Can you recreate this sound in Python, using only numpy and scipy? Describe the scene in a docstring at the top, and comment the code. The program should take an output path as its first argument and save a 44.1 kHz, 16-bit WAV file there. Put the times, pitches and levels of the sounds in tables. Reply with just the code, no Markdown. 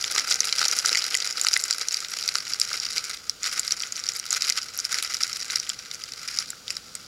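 """A thin paper balloon crackles as a hand presses it flat on a metal pan in a quiet room.
Big creases buckle with sharp snaps, each at its own pitch, and the hollow body knocks
when a large patch of paper flips. Finer creases rustle in between as paper rubs on paper.
Faint hiss and a low rumble lie underneath. All of it reaches a small microphone
whose housing rings at a few fixed pitches."""
import sys
import numpy as np
from scipy import signal
from scipy.fft import rfft, irfft
from scipy.io import wavfile

SR = 44100
rng = np.random.default_rng(int(sys.argv[2]) if len(sys.argv) > 2 else 0)


def put_to_file(sound):
    """Save the sound as 16-bit audio at rate SR, in the file named by the first command-line argument."""
    columns = np.atleast_2d(sound).T  # one column per channel
    safe = np.clip(columns, -1, 1)
    whole_steps = np.round(safe * 32767)
    wavfile.write(sys.argv[1], SR, whole_steps.astype(np.int16))


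N = 312166


def from_db(db):
    """Turn decibels into a number to multiply a sound by."""
    return 10 ** (np.asarray(db) / 20)


def rms_one(x):
    """Scale a signal so its average power is 1."""
    return x / np.sqrt(np.mean(x ** 2) + 1e-20)


def in_time(rows):
    """Join (seconds, value) points with straight lines, one value per sample."""
    seconds, values = np.transpose(rows)
    return np.interp(np.arange(N) / SR, seconds, values)


def band(x, low_hz, high_hz):
    """Keep the part of a sound between two pitches."""
    return signal.sosfilt(signal.butter(2, [low_hz, high_hz], "band", fs=SR, output="sos"), x)


def drift(rate_hz):
    """A smooth random wobble around zero, with a typical size of 1."""
    r = np.exp(-2 * np.pi * rate_hz / SR)
    return rms_one(signal.lfilter([1], [1, -2 * r, r * r], rng.standard_normal(N + SR))[SR:])


# Big creases buckling. Each row: start in seconds, level in dB, pitch in Hz.
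BIG_CREASES = [(0.042, -10.5, 3500), (0.0781, -19.5, 5360), (0.1116, -20, 10700), (0.1507, -15.0, 6200),
               (0.1808, -7, 3660), (0.196, -16, 5940), (0.3109, -11, 5810), (0.319, -12.0, 3460),
               (0.3236, -7, 4300), (0.3423, -10, 6400), (0.4047, -4.5, 6200), (0.5259, -3.5, 4200),
               (0.5837, -12.5, 5130), (0.6281, -13, 3940), (0.653, -9.5, 4440), (0.6823, -10.5, 6560),
               (0.7133, -12, 5900), (0.7333, -19, 4440), (0.7881, -9, 5900), (0.8594, -7.5, 5790),
               (0.8924, -7.5, 4100), (0.9544, -12.0, 4600), (1.0408, -13.5, 4460), (1.1075, -20, 5320),
               (1.1436, -8.5, 4000), (1.1506, -11, 6900), (1.2021, -14.5, 4630), (1.2239, -15, 4640),
               (1.3964, -15, 4540), (1.4133, -6.5, 7100), (1.448, -11, 5960), (1.468, -6, 4460),
               (1.4852, -5, 5400), (1.5326, -9.5, 4930), (1.5384, -6, 5980), (1.5652, -10.5, 3600),
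               (1.574, -12.5, 9350), (1.6387, -8.5, 7320), (1.7087, -5.5, 4940), (1.727, -14, 4760),
               (1.8125, -13.5, 4700), (1.885, -10.5, 5830), (1.9263, -16.0, 6700), (1.9431, -11, 4860),
               (1.9693, -14.5, 4660), (2.0472, -15.5, 3660), (2.226, -18, 4440), (2.2779, -13, 5700),
               (2.2886, -10, 4170), (2.3543, -10, 4400), (2.384, -15, 4500), (2.525, -26, 5400),
               (2.535, -12.5, 4580), (2.5987, -9.5, 7900), (2.6148, -6.5, 5000), (2.8, -16.0, 5470),
               (2.8526, -15, 4730), (2.9806, -9.5, 4920), (3.2958, -8.5, 5370), (3.4318, -15.5, 5700),
               (3.4417, -13, 4390), (3.4545, -18, 3600), (3.5951, -6.5, 7450), (3.6778, -14.5, 4700),
               (3.7082, -12, 4620), (3.7178, -15, 5100), (3.7211, -7.5, 5700), (3.803, -17, 4550),
               (3.822, -18, 5900), (3.835, -14, 3160), (3.9228, -17, 6640), (3.9652, -19.5, 5800),
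               (4.0385, -17, 5120), (4.066, -18, 5530), (4.0884, -10.5, 5600), (4.1628, -16.5, 4970),
               (4.1675, -22, 11200), (4.1919, -21.5, 9300), (4.1975, -17, 5880), (4.3061, -12.5, 7050),
               (4.3282, -8.5, 6610), (4.4211, -6, 5200), (4.4989, -6.5, 5870), (4.523, -11, 4550),
               (4.7758, -18.5, 11750), (4.7891, -15, 5870), (4.8006, -15.5, 6370), (4.851, -12, 5370),
               (4.9268, -14, 5880), (4.9433, -10, 5100), (4.9856, -12, 5100), (5.144, -13.5, 5640),
               (5.2289, -15.5, 6900), (5.2339, -8.5, 5170), (5.3296, -13, 5450), (5.5063, -16.5, 5800),
               (5.558, -11, 5400), (5.5994, -14, 5800), (5.6928, -12.5, 7340), (5.6993, -14, 3230),
               (5.913, -17.5, 3700), (5.9455, -24, 6360), (6.0377, -19, 5120), (6.1204, -24.5, 5400),
               (6.1357, -21, 4600), (6.373, -15, 5320), (6.3876, -7.5, 5230), (6.5036, -15.5, 7700),
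               (6.68, -17.5, 3650), (6.7044, -12.5, 5100), (6.7095, -21.5, 7130), (6.7679, -15.5, 5200),
               (6.952, -14.5, 8170)]

def snaps():
    """Big creases buckle one by one: each rings at its pitch over a weaker puff of noise."""
    start_s, level_db, hz = np.transpose(BIG_CREASES)
    starts = (start_s * SR).astype(int)
    puff_db = -5.5
    return creases(starts, level_db + puff_db, hz, scatter_db=2, ring_db=-puff_db, skirt_db=-15)


# The bands of the paper's noise. Each row: low edge in Hz, high edge in Hz, relative strength in dB.
PAPER_BANDS = [(285, 1360, -15.5), (1229, 1590, -6.5), (1875, 2435, -9), (2250, 3400, -10),
               (3754, 4345, -10.5), (4560, 5840, -5.5), (6250, 7750, -9.5), (7600, 11400, -6.5),
               (12000, 21000, -14)]

def creases(starts, level_db, pitch_hz, scatter_db, ring_db, skirt_db=-10.5, rub=0):
    """Each crease rings and puffs noise: most near its pitch, plus a weak 'skirt' in every band."""
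    low, high, band_db = np.transpose(PAPER_BANDS)
    octaves_away = np.log2(np.sqrt(low * high)[:, None] / pitch_hz)
    near_pitch = from_db(-12 * octaves_away ** 2)
    share = from_db(band_db)[:, None] * (near_pitch + from_db(skirt_db))
    share *= from_db(scatter_db * rng.standard_normal((len(starts), len(low)))).T
    share = share / np.sqrt(np.sum(share ** 2, axis=0)) * from_db(level_db)
    # Rubbing is duller than buckling: it loses 10 dB per octave above 5000 Hz.
    dulling_db = -10 * np.maximum(np.log2(low / 5000), 0)
    band_rub = from_db(band_db + dulling_db)[:, None] * rub
    # The lowest band fades as the balloon loses its air.
    emptying_db_per_s = -1.5
    share[0] *= from_db(emptying_db_per_s * starts / SR)
    band_rub[0] *= from_db(emptying_db_per_s * np.arange(band_rub.shape[1]) / SR)
    noise = sum(puffs(np.bincount(starts, sizes, N), low_hz, high_hz, rubbing)
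                for sizes, low_hz, high_hz, rubbing in zip(share, low, high, band_rub))
    return noise + rings(starts, level_db + ring_db, pitch_hz, fade_s=.0065)


def puffs(clicks, low_hz, high_hz, rub):
    """In one band, each click cracks and puffs noise, over rubbing and a faint echo from the walls."""
    shorten = min(1, 5000 / low_hz)   # treble dies fastest
    puff_s, echo_s = .006 * shorten, .09 * shorten   # time to fade by 60 dB
    rise_s, echo_db, crack_db = .00015, -23, 2.5
    puff = signal.lfilter([1], [1, -from_db(-60 / (puff_s * SR))], clicks + 1e-12)
    echo_power = signal.lfilter([1], [1, -from_db(-120 / (echo_s * SR))], clicks ** 2 + 1e-18)
    r = np.exp(-1 / (rise_s * SR))
    softened_puff = signal.lfilter([1 - r], [1, -r], puff)
    loudness = softened_puff + from_db(echo_db) * np.sqrt(echo_power) + rub
    source = loudness * rng.choice([-1., 1.], N) + from_db(crack_db) * clicks
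    return band(source, low_hz, high_hz) * np.sqrt(SR / 2 / (high_hz - low_hz))


def rings(starts, level_db, hz, fade_s):
    """Each ring builds up over its first cycle and dies away by 60 dB in fade_s seconds."""
    age = np.arange(900)   # in samples
    cycles = hz[:, None] * age / SR
    rise = 1 - np.exp(-cycles)
    fade = from_db(level_db[:, None] - 60 * age / SR / fade_s)
    tones = rise * fade * np.sin(2 * np.pi * cycles)
    return np.bincount((starts[:, None] + age).ravel(), tones.ravel(), N + len(age))[:N]


# Large patches of paper flipping. Each row: start in seconds, level in dB, pitch in Hz.
PATCH_FLIPS = [(0.161, -10, 1250), (0.186, -13.5, 1940), (0.312, -13.5, 1480), (0.5255, -13.5, 2350),
               (0.6144, -10, 1360), (0.628, -11.5, 1460), (0.658, -22.5, 790), (0.8473, -11, 1390),
               (0.8917, -15, 1400), (0.9549, -13, 2000), (1.1508, -11, 1990), (1.4472, -11.5, 1310),
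               (1.4675, -12.5, 2170), (1.564, -6.5, 2020), (2.3541, -10.5, 1370), (2.715, -14.5, 1420),
               (4.3279, -15, 1360), (4.943, -16.5, 2090), (6.531, -26, 1460), (6.7044, -17, 2580)]

def knocks():
    """A patch flips with a crack, and the balloon's hollow body rings low."""
    start_s, level_db, hz = np.transpose(PATCH_FLIPS)
    starts = (start_s * SR).astype(int)
    crack = creases(starts, level_db - 12, hz, scatter_db=2, ring_db=0)
    return rings(starts, level_db, hz, fade_s=.011) + crack


# The hand's steady weight on the paper. Each row: time in seconds, rustle level in dB.
HAND_WEIGHT = [(0, -28.5), (.75, -28.5), (1.3, -27), (2.1, -31), (2.9, -30.5), (3.14, -31), (3.2, -41),
               (3.4, -51), (3.46, -31), (4.1, -33), (4.7, -36), (5.1, -28.5), (5.8, -35.5), (6.08, -41.5),
               (6.3, -29), (6.48, -41.5), (6.62, -53), (7.08, -46)]
# Folds giving way. 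Each row: start in seconds, length in seconds, rustle level in dB.
FOLD_CRUMPLES = [(0.154, 0.067, -23.5), (0.312, 0.031, -22), (0.443, 0.095, -29), (0.598, 0.21, -24.5),
                 (0.824, 0.14, -24), (2.71, 0.039, -25.5), (2.962, 0.14, -29), (3.441, 0.018, -25),
                 (3.52, 0.069, -28.5), (4.319, 0.18, -25.5), (4.578, 0.013, -23.5), (4.915, 0.12, -25),
                 (5.511, 0.025, -24), (6.349, 0.064, -28.5), (6.682, 0.084, -40)]

def pressing_db():
    """The rustle's level: the hand's steady press, plus crumples that start fast, hold and settle."""
    rise_db_per_s, fall_db_per_s = 622, 337
    t = np.arange(N) / SR
    power = from_db(2 * in_time(HAND_WEIGHT))   # doubling the dB gives power
    for start, length, level_db in FOLD_CRUMPLES:
        early, late = np.maximum(start - t, 0), np.maximum(t - start - length, 0)
        power += from_db(2 * (level_db - rise_db_per_s * early - fall_db_per_s * late))
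    return 10 * np.log10(power)


def rustle(per_s=130, clump_db=2.5, spread_octaves=.45, rub_db=-13, flutter_db=4):
    """Small creases come in loose clumps, uneven in size and pitch; paper rubs on paper beneath them."""
    press_db = pressing_db()
    chance = per_s * from_db(clump_db * drift(40)) / SR
    starts = np.flatnonzero(rng.random(N) < chance)
    size_db = np.minimum(10 * rng.exponential(1, N), 11) - 7   # from -7 to +4 dB
    pitch_hz = np.clip(5000 * 2 ** (spread_octaves * rng.standard_normal(N)), 3000, 11000)
    rub = from_db(press_db + rub_db + flutter_db * drift(56))
    level_db = press_db[starts] + size_db[starts]
    return creases(starts, level_db, pitch_hz[starts], scatter_db=4.5, ring_db=-3, rub=rub)


# The tone of the hiss. Each row: pitch in Hz, relative strength in dB.
HISS_TONE = [(150, -27), (450, -8.5), (900, -12), (1350, 2), (1800, -12.5), (4500, -4.5), (13000, -20.5),
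             (16500, -22)]

def hiss(level_db=-49.5):
    """A faint, steady hiss, stronger at some pitches than at others."""
    hz = np.arange(1, N // 2 + 2) * SR / N
    point_hz, point_db = np.transpose(HISS_TONE)
    shape = from_db(np.interp(np.log(hz), np.log(point_hz), point_db))
    noise = irfft(rfft(rng.standard_normal(N)) * shape, N)
    return from_db(level_db) * rms_one(noise)


# How loud the background rumble is heard. Each row: time in seconds, level in dB.
RUMBLE_LEVELS = [(0, -58.5), (1.8, -66), (2.5, -60), (4.4, -61), (7.08, -58.5)]

def background_rumble():
    """A soft, low background rumble whose level dips and recovers."""
    return from_db(in_time(RUMBLE_LEVELS)) * rms_one(band(rng.standard_normal(N), 41, 256))


def scene():
    """Add the paper sounds and the background into one channel."""
    return (snaps() + knocks() + rustle() + hiss() + background_rumble())[None]


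# Bands the microphone's housing lifts or cuts. Each row: pitch in Hz, width in Hz, change in dB.
HOUSING_BANDS = [(479, 116, 5), (1043, 188, -5.5), (2042, 61, 4), (4820, 360, 5.5), (5630, 410, 4.5),
                 (6570, 130, -7), (6840, 1140, 6), (8490, 250, -4.5), (790, 92, 3)]
# The housing's deep, narrow cuts. Each row: pitch in Hz, width in Hz, change in dB.
HOUSING_NOTCHES = [(7410, 60, -14), (14830, 100, -8)]

def record(dry, cutoff_hz=16000):
    """The housing lifts and cuts narrow bands; then peaks are capped and the highest treble is cut."""
    for hz, width_hz, change_db in HOUSING_BANDS + HOUSING_NOTCHES:
        gain, width = from_db(change_db / 2), np.pi * width_hz / SR
        tuning = -2 * np.cos(2 * np.pi * hz / SR)
        forward = [1 + width * gain, tuning, 1 - width * gain]
        feedback = [1 + width / gain, tuning, 1 - width / gain]
        dry = signal.lfilter(forward, feedback, dry)
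    treble_cut = signal.cheby2(24, 45, cutoff_hz, fs=SR, output="sos")
    return signal.sosfilt(treble_cut, np.clip(dry, -.95, .95))


dry = scene()
out = record(dry)
put_to_file(out)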